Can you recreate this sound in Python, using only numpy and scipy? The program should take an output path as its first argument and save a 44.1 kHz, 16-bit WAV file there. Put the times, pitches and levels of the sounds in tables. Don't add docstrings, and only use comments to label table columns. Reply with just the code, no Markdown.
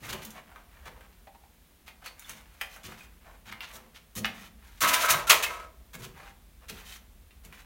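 import sys
import numpy as np
from scipy import signal
from scipy.fft import rfft, irfft
from scipy.io import wavfile

SR = 44100
rng = np.random.default_rng(int(sys.argv[2]) if len(sys.argv) > 2 else 0)


def output_pcm(signal):
    pcm = np.clip(np.atleast_2d(signal).T, -1, 1) * 32767
    wavfile.write(sys.argv[1], SR, np.round(pcm).astype(np.int16))


N = 337365
TIME = np.arange(N) / SR

# start in seconds, time to bear down in seconds, relative weight in dB,
# thud pitch in Hz, relative level of crushed grit in dB, grit pitch in Hz, relative sandy treble in dB.
FOOTFALLS = [(.005,0.1,-49.5,174,-57,1800,-59), (.089,0.025,-42.5,138,-37,2470,-41.5),
             (.217,0.027,-50.5,180,-44,2000,-49.5), (0.852,0.04,-56,150,-43,1330,-57.5),
             (2.282,0.043,-56.5,172,-47,1940,-51), (2.833,0.048,-49,135,-45,2530,-49.5),
             (3.454,0.06,-55.5,185,-46,1800,-59), (3.727,0.056,-60,198,-49,1040,-48.5),
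             (4.152,0.049,-39.5,177,-43,1940,-38), (4.806,0.03,-43.5,168,-29.5,1804,-25),
             (5.086,.05,-41,138,-28,1910,-26), (5.932,0.03,-45.5,165,-43.5,1484,-47),
             (5.988,0.031,-45.5,149,-55.5,1400,-53), (6.684,.024,-49,164,-39,2930,-46),
             (7.436,0.031,-55.5,171,-58,2210,-57.5)]
# start in seconds, length in seconds,
# relative level in dB, rub pitch in Hz.
SOLE_DRAGS = [(0.013,.095,-45,1770), (0.101,0.057,-48.5,814), (0.335,0.072,-48.5,1250),
              (0.452,0.18,-60,930), (0.675,0.23,-62,1320), (0.994,.07,-61,1260), (2.009,0.065,-53.5,1170),
              (2.154,0.26,-56,2060), (2.421,0.4,-63,2050), (2.695,0.065,-56,2380), (2.864,0.089,-50.5,1640),
              (2.956,0.097,-57.5,2150), (3.204,0.17,-57,1010), (3.658,0.068,-52.5,1740),
              (4.317,.16,-52.5,1890), (4.581,0.3,-62,2050), (6.13,.18,-52,1337), (6.606,.045,-58.5,1190),
              (6.749,0.084,-55.5,1920), (6.824,0.15,-51.5,2390), (7.51,0.11,-57.5,2000)]
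# frequency in Hz, relative density in dB per Hz.
SAND_SPECTRUM = [(500, -52.5), (2500, -6), (3800, 0), (4900, -5.5), (6200, 2.5), (7800, -2.5),
                 (11000, -2.5), (15500, -3)]


def undb(db):
    return 10 ** (np.asarray(db) / 20)


def unit(x):
    return x / np.sqrt(np.mean(x ** 2) + 1e-20)


def held(x, length_s, db):
    return x * undb(db) * np.sqrt(length_s * SR / (np.sum(x ** 2) + 1e-20))


def add(track, s, sound):
    start = max(int(s * SR), 0)
    track[start:start + len(sound)] += sound[:max(N - start, 0)]


def colour(x, points, size=2048):
    hz, db = np.transpose(points)
    grid = np.maximum(np.fft.rfftfreq(size, 1 / SR), 1)
    magnitude = undb(np.interp(np.log(grid), np.log(hz), db))
    cepstrum = irfft(np.log(magnitude))
    cepstrum[1:size // 2] *= 2
    cepstrum[size // 2 + 1:] = 0
    response = irfft(np.exp(rfft(cepstrum)))
    return signal.fftconvolve(x, response / np.linalg.norm(response))[:len(x)]


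def resonate(x, hz, width_hz):
    return signal.lfilter(*signal.iirpeak(hz, hz / min(width_hz, SR / 4), fs=SR), x)


def grains(count, per_s, spread_db):
    happens, rank, sign = rng.random((3, count))
    size = undb(-spread_db * np.log(.01 + rank))
    return unit((happens < per_s / SR) * size * np.sign(sign - .5))


def catching(rate, depth_db):
    count = int(N / SR * rate) + 2
    wander = np.interp(TIME * rate, np.arange(count), rng.standard_normal(count))
    return unit(undb(depth_db * wander))


def lump(x, hz, breadth, low_db=-11, low_ratio=0.61):
    ring = resonate(resonate(x, hz, breadth * hz), hz, breadth * hz)
    low_hz = low_ratio * hz
    bed = resonate(resonate(x, low_hz, low_hz), low_hz, low_hz)
    return ring + breadth * undb(low_db) * bed


def pebbles(load, hz, per_s, scatter=.45, breadth=0.11, count=12):
    spread = np.linspace(-2, 2, count)
    pitches = np.clip(hz * np.exp(scatter * (spread + rng.normal(0, .15, count))), 200, 9000)
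    shares = np.exp(-spread ** 2 / 4)
    chatter = np.zeros(len(load))
    for pitch, share in zip(pitches, shares):
        knocks = grains(len(load), per_s, 2.6) * load
        chatter += share * resonate(knocks, pitch, breadth * pitch) / np.sqrt(pitch)
    return chatter


def bounced(sound, scatter=.35):
    # typical delay in seconds, level against the direct sound in dB.
    first_echoes = [(.0018,-9), (.0055,-12)]
    out = sound.copy()
    for delay_s, db in first_echoes:
        lag = max(int(delay_s * SR * np.exp(scatter * rng.uniform(-1, 1))), 1)
        out[lag:] += undb(db) * sound[:-lag]
    return out * np.std(sound) / (np.std(out) + 1e-20)


def diffuse(count, size=512):
    echoes = grains(count, 9000, 1.8)
    for _ in range(2):
        frames = signal.stft(echoes, nperseg=size)[2]
        echoes = signal.istft(frames / (np.abs(frames) + 1e-12), nperseg=size)[1][:count]
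    return echoes


def cellar(x, wet_db, first_s=0.006, build_s=0.00067, near=0.62, near_s=0.024):
    # frequency in Hz, time to fall 60 dB in seconds,
    # energy in dB before the wet level is added.
    bands = [(90, 0.59, -6), (220, 1, 3), (600, 0.58, 0), (1310, .38, -7.5), (3055, 0.29, -5.5),
             (5960, 0.33, -8.5), (13000, 0.26, -8.5)]
    t = TIME[:SR * 3 // 4]
    hz, t60, db = np.transpose(bands)
    grid = np.log(np.maximum(np.fft.rfftfreq(2 * len(t), 1 / SR), 1))
    echoes = rfft(diffuse(2 * len(t)))
    echo_level = np.std(irfft(echoes))
    build_up = 1 - np.exp(-np.maximum(t - first_s, 0) / build_s)
    onset = build_up * (1 + near * np.exp(-t / near_s))
    response = np.zeros(len(t))
    for share, decay_s, band_db in zip(np.eye(len(hz)), t60, db):
        band = irfft(echoes * np.interp(grid, np.log(hz), share))[:len(t)] / echo_level
        decay = np.exp(-np.log(1000) * t / decay_s)
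        response += band * held(onset * decay, 1 / SR, band_db + wet_db)
    return x + signal.fftconvolve(x, response)[:N]


def still_air(rumble_db=-3.0, hiss_db=-61.5):
    # time in seconds, relative level in dB.
    swell = [(0,-56), (.45,-57), (.82,-50), (1.5,-59.5), (2.9,-53.5), (3.8,-56.5), (5.2,-51), (7.65,-52)]
    # frequency in Hz, relative density in dB per Hz.
    rumble_spectrum = [(12,-30.5), (25,-16), (42,2), (60,1), (85,-7), (120,-29.5), (250,-34.5),
                       (1000,-73.5)]
    # frequency in Hz, relative density in dB per Hz.
    air_spectrum = [(20,-11.5), (60,-10.5), (120,-2), (213,0.5), (324,-7), (686,-12), (1540,-14),
                    (3540,-16), (4810,-20), (8000,-20), (15500,-17.5)]
    s, db = np.transpose(swell)
    rumble = undb(np.interp(TIME, s, db)) * unit(colour(rng.standard_normal(N), rumble_spectrum, size=8192))
    hiss = unit(colour(rng.standard_normal(N), air_spectrum))
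    return undb(rumble_db) * rumble + undb(hiss_db) * hiss


def settling(swell_s=0.058, body_db=-65, hz=1600, breadth=1.5, tick_db=-73):
    stir, t = np.zeros(N), TIME[:SR] / swell_s
    for s, *_ in FOOTFALLS + SOLE_DRAGS:
        add(stir, s, t * np.exp(-t))
    ticks = grains(N, 350, 1.8) * stir
    body = unit(lump(ticks, hz, breadth))
    return undb(body_db) * body + undb(tick_db) * unit(colour(ticks, SAND_SPECTRUM))


def drag(length, db, hz, rub_db=-5, stones_db=-4, sand_db=-4, breadth=1.46, edge=0.64, grip_db=2.5):
    t = TIME[:int(1.2 * length * SR)]
    grip = undb(grip_db * np.interp(t * 70, np.arange(32), rng.standard_normal(32)))
    load = signal.windows.tukey(len(t), edge) * grip
    rub = lump(grains(len(t), 2200, 2) * load, hz, breadth)
    sand = colour(grains(len(t), 2000, 2.3) * load, SAND_SPECTRUM)
    stones = pebbles(load, hz, 80)
    sandy_db = sand_db + 14.5 * np.log2(hz / 2050)
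    rubbing = held(rub, length, db + rub_db) + held(stones, length, db + stones_db)
    return rubbing + held(sand, length, db + sandy_db)


def scuffs():
    out = np.zeros(N)
    for s, length, db, hz in SOLE_DRAGS:
        add(out, s, bounced(drag(length, db, hz)))
    return out


def taps(contact_s=0.006, breadth=0.19, rattle_s=0.013, edge_hz=1750, edge_db=-9):
    # start in seconds, ring level in dB, ring pitch in Hz.
    nudges = [(1.271,-45.5,830), (1.3474,-52,930), (1.4357,-55,870), (4.83,-35,297)]
    out, t = np.zeros(N), TIME[:SR // 12]
    for s, db, hz in nudges:
        blow = grains(len(t), 4000, 0.69) * np.exp(-t / rattle_s)
        ring = resonate(resonate(blow, hz, breadth * hz), hz, 2 * hz)
        click = lump(blow, edge_hz, 1.0)
        add(out, s, held(ring, contact_s, db) + held(click, contact_s, db + edge_db))
    return out


def strike(db, hz, breadth, tick_db, contact_s=0.0042, rock_s=.006, first_db=-5,
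           grit_s=0.0034, grit_db=-15, body_db=-1, bright_db=-1):
    lead = SR // 50
    t = TIME[:SR // 12] - lead / SR
    giving_way = undb(grit_db) * np.exp(-np.abs(t) / grit_s)
    rocking = np.exp(-np.abs(t) / rock_s)
    load = np.where(t < 0, giving_way, rocking)
    blow = held(grains(len(t), 3000, 2.6) * load, 1 / SR, 0)
    blow[lead] += undb(first_db)
    body = held(lump(blow, hz, breadth), contact_s, db + body_db)
    return body + held(colour(blow, SAND_SPECTRUM), contact_s, tick_db + bright_db)


def loose_stones(chip_breadth=1, shard_breadth=0.04, shard_tick_db=-18.5):
    # time of impact in seconds, relative body level in dB, body pitch in Hz,
    # relative bright tick in dB.
    chips = [(0.0488,-44,1820,-48), (.129,-31.5,2390,-39), (.141,-39.5,660,-57), (0.2498,-60,2040,-35.5),
             (.3055,-84,2010,-41.5), (0.5599,-42.5,1220,-55), (0.857,-61,1500,-52), (1.0085,-50.5,1650,-56),
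             (1.129,-60,2370,-73), (1.8802,-40,1970,-46.5), (2.0609,-37.5,2100,-38.5),
             (2.1947,-47.5,2350,-40), (2.295,-38,2400,-34), (2.6124,-25,2100,-31), (2.6173,-38.5,1230,-40),
             (2.7622,-43,1260,-46), (3.525,-33.5,2020,-43.5), (3.6066,-33,2110,-43), (4.246,-21,1900,-70),
             (4.2547,-26.5,1950,-32.5), (5.2975,-19,2320,-12), (5.3172,-14.5,1770,-15),
             (5.428,-32,2600,-50), (6.697,-39,2770,-37.5), (6.704,-46.5,514,-55), (6.924,-42.5,2810,-57),
             (7.3084,-53.5,2400,-70), (7.45,-50,2900,-45), (7.526,-43.5,2170,-51)]
    # time of impact in seconds, relative level in dB, pitch in Hz.
    shards = [(2.062,-42,4430), (2.2448,-47,3460), (3.005,-45.5,2470), (4.834,-23,1530), (5.27,-27.5,1364),
              (5.43,-25.5,2550), (5.437,-26,2594), (5.463,-29,2150)]
    out = np.zeros(N)
    lead_s = 1 / 50
    for s, db, hz, tick_db in chips:
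        add(out, s - lead_s, bounced(strike(db, hz, chip_breadth, tick_db)))
    for s, db, hz in shards:
        add(out, s - lead_s, strike(db, hz, shard_breadth, db + shard_tick_db))
    return out


def crush(length, db, hz, treble_db, release_s=0.0063, breadth=1.46, body_db=-4.0, sand_db=-1,
          first_share=0.48):
    t = TIME[:SR // 6]
    swell = np.interp(t, [0, length / 2], [first_share, 1])
    load = swell * np.exp(-np.maximum(t - 0.76 * length, 0) / release_s)
    body = lump(grains(len(t), 3500, 3) * load, hz, breadth)
    sand = colour(grains(len(t), 7000, 2.3) * load, SAND_SPECTRUM)
    return held(body, length, db + body_db) + held(sand, length, treble_db + sand_db)


def crunches(hz=2240):
    # start in seconds, length in seconds, relative body level in dB, relative sandy treble in dB.
    crumbling = [(0.125,0.013,-37,-39), (1.862,0.037,-52.5,-60), (2.041,0.055,-45,-55),
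                 (3.513,0.012,-43,-66), (3.61,0.054,-42.5,-60.5), (3.944,0.04,-48.5,-60),
                 (4.877,.026,-25.5,-25), (4.931,0.022,-21.5,-22.5), (5,0.035,-30,-31.5),
                 (5.045,0.023,-40,-33), (5.099,0.016,-23.5,-18.5), (5.27,0.021,-34,-34.5),
                 (5.296,0.018,-9,-15), (5.425,0.025,-25.5,-29), (6.019,.045,-44.5,-48)]
    out = np.zeros(N)
    for s, length, db, sand_db in crumbling:
        add(out, s, crush(length, db, hz, sand_db))
    return out


def thud(length, db, hz, rise_s=0.0016, release_s=0.017, weight_db=-2):
    # frequency in Hz, relative density in dB per Hz.
    sole_spectrum = [(30,-17), (60,-8.5), (90,-0.5), (125,-4.5), (160,0.5), (215,2), (260,-10), (305,-8),
                     (370,-17), (460,-8.5), (700,-20), (2000,-52.5)]
    t = TIME[:SR // 4]
    load = (1 - np.exp(-t / rise_s)) * np.exp(-np.maximum(t - length, 0) / release_s)
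    shifted = [(f * hz / 177, level) for f, level in sole_spectrum]
    return held(colour(rng.standard_normal(len(t)) * load, shifted), length, db + weight_db)


def steps(weight_lag_s=0.00783, weight_linger_s=0.017, roll_s=.11, roll_db=-16.5, roll_pitch=.7):
    out = np.zeros(N)
    for s, length, weight_db, thud_hz, grit_db, hz, sand_db in FOOTFALLS:
        add(out, s, bounced(crush(length, grit_db, hz, sand_db)))
        add(out, s + weight_lag_s, thud(length + weight_linger_s, weight_db, thud_hz))
        add(out, s + length, bounced(drag(roll_s, grit_db + roll_db, roll_pitch * hz)))
    return out


def push_force(attack_s=0.016, release_s=.035):
    # start in seconds, length in seconds, force in dB, easing off in dB per second.
    pushes = [(4.806,.28,0.5,12.5), (5.083,.11,-0.5,50.5), (5.286,0.33,6,129), (5.496,0.14,-9.5,57.5)]
    force, t = np.zeros(N), TIME[:SR]
    for s, length, db, easing in pushes:
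        shape = np.minimum(t / attack_s, 1) * np.exp(-np.maximum(t - length, 0) / release_s)
        add(force, s, shape * undb(db - easing * t))
    return force


def shove(ring_db=-28.5, highpass_hz=600, rasp_db=-31, stones_db=-33, stones_hz=2000, sand_db=-34,
          cracks_db=-38, crack_sand_db=-3):
    # frequency in Hz, width in Hz, relative level in dB
    modes = [(502.3,12,-1), (635.6,43,0.5), (675.5,22,-0.5), (1005,28,2.5), (1096,40,3), (1290,23,7.5),
             (1394,19,-1), (1573,21,1), (1650,36,-9), (1805,34,-12), (1881,34,-9.5), (2015,35,-9),
             (2130,45,-9.5)]
    # frequency in Hz, relative density in dB per Hz.
    rasp_spectrum = [(100, -24.5), (400, -16.5), (650, -8), (830, -10), (1100, 7.5), (1500, 0.5), (2300, 1),
                     (3800, -10), (4900, -20), (7000, -36), (15000, -29)]
    force = push_force()
    rasp, sand = force ** 2.6, force ** 2
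    grip = catching(70, 2.6)
    slips = grains(N, 2500, 3.8) * grip
    ringing = np.zeros(N)
    for hz, width, db in modes:
        ringing += undb(db) * resonate(slips * catching(22, 2), hz, width)
    ringing = signal.sosfilt(signal.butter(3, highpass_hz, "high", fs=SR, output="sos"), ringing)
    rasping = colour(grains(N, 1500, 2.6) * grip * rasp, rasp_spectrum)
    stones = unit(pebbles(grip, stones_hz, 100)) * rasp
    sanding = colour(grains(N, 4100, 3.5) * grip * sand, SAND_SPECTRUM)
    bursts = grains(N, 90, 1.6) * sand
    cracks = colour(bursts, rasp_spectrum) + undb(crack_sand_db) * colour(bursts, SAND_SPECTRUM)
    grit = undb(stones_db) * stones + undb(sand_db) * sanding + undb(cracks_db) * cracks
    return undb(ring_db) * unit(ringing) * force + undb(rasp_db) * rasping + grit


def scene():
    shuffling = cellar(scuffs() + settling(), wet_db=-1.9)
    feet = cellar(crunches(), wet_db=1.26) + cellar(steps(), wet_db=0.23) + shuffling
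    small_debris = cellar(loose_stones(), wet_db=3.0) + cellar(taps(), wet_db=-2.0)
    debris = small_debris + cellar(shove(), wet_db=-0.5)
    return (feet + debris + still_air())[None]


def record(dry, top_hz=15900):
    low_pass = signal.ellip(10, .2, 80, top_hz, fs=SR, output="sos")
    return signal.sosfilt(low_pass, np.tanh(dry))


dry = scene()
out = record(dry)
output_pcm(out)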